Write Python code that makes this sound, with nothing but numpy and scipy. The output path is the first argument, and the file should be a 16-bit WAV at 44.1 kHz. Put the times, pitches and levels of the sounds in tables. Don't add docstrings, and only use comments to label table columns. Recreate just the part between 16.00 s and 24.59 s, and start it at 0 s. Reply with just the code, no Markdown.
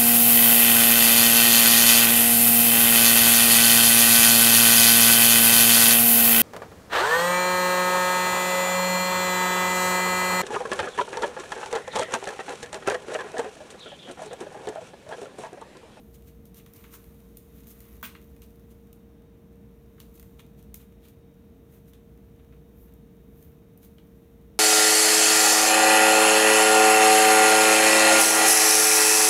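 import sys
import numpy as np
from scipy import signal
from scipy.fft import rfft, irfft
from scipy.io import wavfile

SR = 44100
rng = np.random.default_rng(int(sys.argv[2]) if len(sys.argv) > 2 else 0)


def persist_wave(psi):
    counts = np.round(np.clip(psi, -1, 1) * 32767).astype(np.int16)
    wavfile.write(sys.argv[1], SR, np.atleast_2d(counts).T)


N = 378819
TIME = np.arange(N) / SR


# t/s, surface level/dB, panel flex over surface/dB, drag over tick/dB, spot f/Hz
CLAW_CATCHES = [(0.454, -55.5, -13, -9, 3200), (0.544, -54.5, -10, -8, 3120), (0.598, -70, 11, -7.5, 2200),
                (0.662, -59, 3, -12, 1970), (0.7357, -51, -19, -14, 2500), (0.84, -63.5, 12, -8, 2200),
                (1.3706, -45, -18.5, -15, 2450), (1.670, -54.5, -20, 0.5, 2700),
                (1.804, -51, -11, -12, 1900), (2.1498, -72, 25, -10, 2100), (2.4189, -55, -3, -6, 3080),
                (2.929, -53.5, -13, -22, 2390), (3.9797, -83, 22, -6, 1430), (4.0009, -49.5, -3, -10, 3200),
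                (4.1416, -61, -22, -10, 2400), (4.1965, -50.5, -11.5, -15, 2200),
                (4.2273, -56.5, -3, -24, 2200), (4.393, -68, 16, -15, 2450), (4.626, -59.5, -12, -12, 3000),
                (4.7425, -40, -13.5, -13, 2300), (5.0843, -57.5, -9, -9, 2300), (5.934, -61.5, 1, -8, 3320),
                (6.523, -85.5, 23, -4, 1550), (6.9377, -60, -24, -18, 2240), (7.4254, -57, -10, -18, 2800),
                (7.7758, -55, -43, -16, 1500), (7.83, -60, -3, -10, 2700), (7.9824, -70, 13, -12, 2740)]

def claws(grain, drag_peak_s=0.0096):
    out = np.zeros(N)
    age = np.arange(SR // 8) / SR / drag_peak_s
    pressure = age * np.exp(1 - age)
    for start, surface_db, flex_db, drag_db, spot_hz in CLAW_CATCHES:
        levels_db = voice_levels(surface_db, flex_db)
        add(out, start, tick(levels_db, spot_hz))
        add(out, start, rub(grain, pressure, levels_db + drag_db, spot_hz))
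    return out


# middle t/s, half length/s, surface level/dB, panel flex over surface/dB, spot f/Hz
STROKES = [(0.151, 0.0084, -59.5, -6, 2930), (0.282, 0.016, -61.5, -6.5, 2650),
           (0.579, 0.013, -55, -7.5, 2290), (0.765, 0.0098, -57.5, -8, 2060),
           (0.809, 0.054, -65.5, -2, 1700), (0.944, .016, -50.5, -5, 1510),
           (1.579, 0.037, -63.5, -7.5, 2056), (1.71, 0.013, -53, -15, 2470), (1.848, 0.12, -63, -5.5, 1690),
           (2.714, .011, -65, -6, 2480), (4.158, .011, -61, -16, 2400), (4.402, .009, -62.5, 4, 2500),
           (4.595, .014, -67, -4, 2500), (4.814, .025, -67.5, -0.5, 2400), (5.057, 0.022, -65, -0.5, 2920),
           (5.748, 0.034, -65, -7, 1750), (5.889, 0.015, -65, -14, 1700), (6.398, .01, -91, 21.5, 1960),
           (6.823, 0.05, -65, -24, 1700), (6.885, .017, -86.5, 14, 1600), (7.421, 0.069, -65, -14, 2100),
           (7.848, .022, -60, -11.5, 2390)]

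def scuffs(grain, pad_half_s=0.0083, pad_crack_db=2, softening_db=2.5):
    out = np.zeros(N)
    for middle, half, surface_db, flex_db, spot_hz in STROKES:
        t = TIME[np.abs(TIME - middle) < 4 * half]
        pressure = 1 / np.cosh((t - middle) / half) ** 1.42
        crackle_db = pad_crack_db - softening_db * np.log2(half / pad_half_s)
        levels_db = voice_levels(surface_db, flex_db) + [0, crackle_db, 0]
        add(out, t[0], rub(grain, pressure, levels_db, spot_hz))
    return out


# t/s, level/dB
BODY_RUB = [(0.0, -66), (0.53, -72.5), (0.83, -61), (1.32, -66), (1.94, -65), (2.22, -66.5), (3.28, -76.5),
            (3.88, -73), (4.21, -66), (4.43, -72), (4.81, -74.5), (5.33, -75), (5.74, -73.5), (6.51, -73),
            (6.79, -72.5), (7.78, -75), (7.94, -71), (8.59, -73.5)]

def slide(sizzle_db, crack_db, panel_db, lean_per_db=0.73):
    level_db = in_time(BODY_RUB)
    fur = from_db(level_db) * friction(slips_per_s=5900, spread_db=7.0, smooth=1.2)
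    lean = from_db(panel_db + lean_per_db * (level_db - level_db.mean()))
    sizzle = from_db(sizzle_db) * colour(fur, SIZZLE_TONE)
    crack = from_db(crack_db) * colour(fur, CRACK_TONE)
    return sizzle + crack + colour(fur * lean, PANEL_TONE)


def touches(rate_per_s=6, over_fur_db=2.5, flex_db=-6.5, tries=200):
    out, fur_db = np.zeros(N), in_time(BODY_RUB)
    per_s = rate_per_s * from_db(fur_db - fur_db.mean())
    dice = rng.random((tries, 2))
    scatter = np.clip(rng.standard_normal((tries, 2)), -2, 2) * [0.5, 4]
    for (when, chance), (extra_db, extra_flex_db) in zip(dice, scatter):
        at = int(when * N)
        levels_db = voice_levels(fur_db[at] + over_fur_db + extra_db, flex_db + extra_flex_db)
        sound = tick(levels_db, spot_hz=2200)
        if chance < per_s[at] * N / SR / tries:
            add(out, at / SR, sound)
    return out


def crumple(grain, start, attack_s=0.012, hold_s=0.0098, t60=0.2):
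    out, t = np.zeros(N), np.arange(SR // 4) / SR
    pressure = np.minimum(t / attack_s, 1) * fade(np.maximum(t - attack_s - hold_s, 0), t60)
    add(out, start, tick(levels_db=(-36, -52, -45), spot_hz=1500))
    add(out, start, rub(grain, pressure, levels_db=(-44.5, -50, -49), spot_hz=2440))
    return out


# f/Hz, level/dB, fade time/s
PANEL_THUMP = [(236.6, -42.5, 0.3), (650, -44.5, 0.093)]
# f/Hz, width/Hz, level/dB
CREASE_SQUEAL = [(14300, 700, -52), (14933, 50, -48), (15080, 120, -48), (15351, 50, -49)]

def buckle(tear_s, t60, walls_db, swell_s):
    t = np.arange(SR // 2) / SR
    force = rng.standard_normal(len(t)) * fade(np.maximum(t - tear_s, 0), t60)
    squeal = sum(from_db(db) * energy_one(resonance(force, hz, width)) for hz, width, db in CREASE_SQUEAL)
    bending_notes = [note for note in BOX_NOTES if note[0] < 3600]
    walls = from_db(walls_db) * ringing(bending_notes)
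    swell = 1 - np.exp(-t / swell_s)
    return (ringing(PANEL_THUMP) + walls) * swell + squeal * np.sqrt(tear_s * SR)


def tick(levels_db, spot_hz, rise_s=0.00059, rebound_s=(0.0022, 0.0026)):
    t = np.arange(SR // 80) / SR
    t60 = np.array([[.011], [.006], [.008]])
    rebound = np.array([[.6], [.25], [.25]])
    lag = rng.uniform(*rebound_s)
    tail = fade(t, t60) + rebound * (t > lag) * fade(np.abs(t - lag), t60)
    bursts = np.minimum(t / rise_s, 1) ** 2 * tail * rng.standard_normal(len(t))
    sound = cardboard(bursts, levels_db, spot_hz, spot_width=0.7)
    return sound * np.sqrt(SR / 250)


def rub(grain, pressure, levels_db, spot_hz):
    force = pressure * grain[rng.integers(N // 2):][:len(pressure)]
    return cardboard([force] * 3, levels_db, spot_hz, spot_width=0.9) * np.linalg.norm(pressure)


def friction(slips_per_s, spread_db, smooth):
    sizes = from_db(spread_db * np.minimum(rng.exponential(1, N), 4)) * rng.choice([-1, 1], N)
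    slips = rms_one(sizes * (rng.random(N) < slips_per_s / SR))
    return rms_one(slips + smooth * rng.standard_normal(N))


def voice_levels(surface_db, flex_db, crack_db=-2.5, crack_per_flex=0.25):
    return surface_db + np.array([flex_db, crack_db + crack_per_flex * flex_db, 0])


# f/Hz, relative level/dB
PANEL_TONE = [(600, -37), (860, -0.5), (1080, 4), (1550, -3.5), (1850, -2.5), (2400, -3.5), (3300, -4.5),
              (4000, -7), (5000, -20)]
CRACK_TONE = [(2800, -21), (4000, -7.5), (5000, -7), (6400, -1), (7900, -4.5), (9200, -0.5), (10400, -8.5),
              (12000, -21.5)]
SIZZLE_TONE = [(8500, -26), (10400, -10), (11500, -0.5), (13500, 1.5), (15000, 3.5), (16000, -16)]

def cardboard(forces, levels_db, spot_hz, spot_width):
    tones = (PANEL_TONE, CRACK_TONE, SIZZLE_TONE)
    panel, crack, sizzle = (signal.fftconvolve(push, response(tone)) for push, tone in zip(forces, tones))
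    panel = resonance(panel, spot_hz, spot_width * spot_hz)
    return sum(from_db(db) * energy_one(voice) for db, voice in zip(levels_db, (panel, crack, sizzle)))


# f/Hz, relative level/dB, fade time/s
BOX_NOTES = [(1082, -3, .16), (1346, -1, .16), (1517, 0, .16), (1614, 1, .18), (2144, 0, .2),
             (2345, -1, .22), (2497, -2, .2), (2814, 0, .17), (3105, -2, .16), (3347, 1, .16),
             (3860, -6, .2), (6180, -1, .12), (6600, 3, .06)]

def box_and_room(sound, ring_db, box_db, box_t60, room_db, room_t60):
    t = np.arange(SR // 2) / SR
    inside, outside = rng.standard_normal((2, len(t)))
    treble = signal.sosfilt(signal.butter(2, 3500, "high", fs=SR, output="sos"), inside)
    rattle = from_db(box_db) * energy_one(treble * fade(t, box_t60) * (t > .002))
    room = from_db(room_db) * energy_one(outside * fade(t, room_t60) * (t > .009))
    ring = from_db(ring_db) * ringing(BOX_NOTES)
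    return sound + signal.fftconvolve(sound, rattle + room + ring)[:N]


def throb(motor_db, mains_db, slip_hz, in_step_s, mains_hz=60):
    mains = 2 * np.pi * (mains_hz * TIME + rng.random())
    motor = mains - 2 * np.pi * slip_hz * (TIME - in_step_s)
    return np.sqrt(2) * (from_db(motor_db) * np.sin(motor) + from_db(mains_db) * np.sin(mains))


# f/Hz, level/dB, waver in level/dB
MOTOR_TONES = [(148.4, -69.5, 5), (209.7, -71.5, 1), (265.1, -69, 0), (434.3, -71.5, -1.5),
               (462.8, -60.5, 0.5), (488.2, -78.5, 4.5), (3630, -92.5, -2), (3743, -88, 2.3),
               (3740, -100, 4)]

def motor_hum(wander_hz):
    out = np.zeros(N)
    wander = wander_hz * np.cumsum(drift(per_s=3.015)) / SR
    for hz, db, waver_db in MOTOR_TONES:
        peak = np.sqrt(2) * from_db(db + waver_db * drift(per_s=5))
        out += peak * np.sin(2 * np.pi * (hz * TIME + wander + rng.random()))
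    return out


# f/Hz, relative level/dB
RUMBLE_TONE = [(20, -29.5), (40, -9), (55, 1.5), (77, 2), (90, -4.5), (115, -2.5), (160, -4), (185, 0),
               (215, 0), (250, -7.5), (292, -7), (385, -13), (530, -20.5), (630, -18), (760, -24.5),
               (1300, -34)]
HISS_TONE = [(300, -3), (1000, 4.5), (2000, 3), (3200, -1), (4200, -6.5), (5000, -11), (5700, -5.5),
             (7700, -13.5), (9000, -9), (10300, -12.5), (12500, -12.5), (15500, -6.5)]

def room_noise(rumble_db, hiss_db):
    rumble = colour(rng.standard_normal(N + SR), RUMBLE_TONE, size=16384)[SR:]
    hiss = colour(rng.standard_normal(N + SR), HISS_TONE, size=2048)[SR:]
    return from_db(rumble_db) * rumble + from_db(hiss_db) * hiss


def ringing(notes):
    t = np.arange(SR // 2) / SR
    return sum(from_db(db) * fade(t, t60) * np.cos(2 * np.pi * hz * t) for hz, db, t60 in notes)


def resonance(x, hz, width_hz):
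    r = np.exp(-np.pi * width_hz / SR)
    feedback = [1, -2 * r * np.cos(2 * np.pi * hz / SR), r * r]
    return signal.lfilter(np.array([1, 0, -1]) * (1 - r * r) / 2, feedback, x)


def response(tone, size=512):
    hz, db = np.transpose(tone)
    octave = np.log2(np.maximum(np.arange(size // 2 + 1) * SR / size, 1))
    outside = np.abs(octave - np.clip(octave, np.log2(hz[0]), np.log2(hz[-1])))
    level_db = np.interp(octave, np.log2(hz), db) - np.minimum(24 * outside, 40)
    cepstrum = irfft(np.log(from_db(level_db)))
    cepstrum[1:size // 2] *= 2
    cepstrum[size // 2 + 1:] = 0
    return energy_one(irfft(np.exp(rfft(cepstrum))))


def colour(x, tone, size=512):
    return signal.fftconvolve(x, response(tone, size))[:len(x)]


def from_db(db):
    return 10 ** (np.asarray(db) / 20)


def fade(t, t60):
    return from_db(-60 * t / t60)


def rms_one(x):
    return x / np.sqrt(np.mean(x ** 2) + 1e-20)


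def energy_one(x):
    return x / np.linalg.norm(x)


def in_time(rows):
    return np.interp(TIME, *np.transpose(rows))


def drift(per_s):
    points = rng.standard_normal(4000)
    return rms_one(np.interp(TIME * per_s, np.arange(len(points)), points))


def add(out, start, sound):
    at = max(0, round(start * SR))
    out[at:at + len(sound)] += sound[:max(0, N - at)]


def scene(buckle_s=2.028):
    grain = friction(slips_per_s=2200, spread_db=3.5, smooth=0.72)
    crease = crumple(grain, buckle_s)
    paws = claws(grain) + scuffs(grain) + touches()
    fur = slide(sizzle_db=-3.5, crack_db=-10, panel_db=-14.5)
    box = box_and_room(crease + paws + fur, ring_db=-60.5, box_db=-16.5, box_t60=0.059,
                       room_db=-8.5, room_t60=0.34)
    add(box, buckle_s, buckle(tear_s=0.036, t60=0.07, walls_db=-49, swell_s=0.0034))
    low_beat = throb(motor_db=-59.5, mains_db=-64.5, slip_hz=0.432, in_step_s=4.46)
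    return (box + low_beat + room_noise(rumble_db=-52, hiss_db=-72.0) + motor_hum(wander_hz=0.42))[None]


def record(dry, cutoff_hz=16150):
    low_pass = signal.firwin(401, cutoff_hz, fs=SR, window="blackman")
    return signal.fftconvolve(dry, low_pass[None], mode="same")


dry = scene()
out = record(dry)
persist_wave(out)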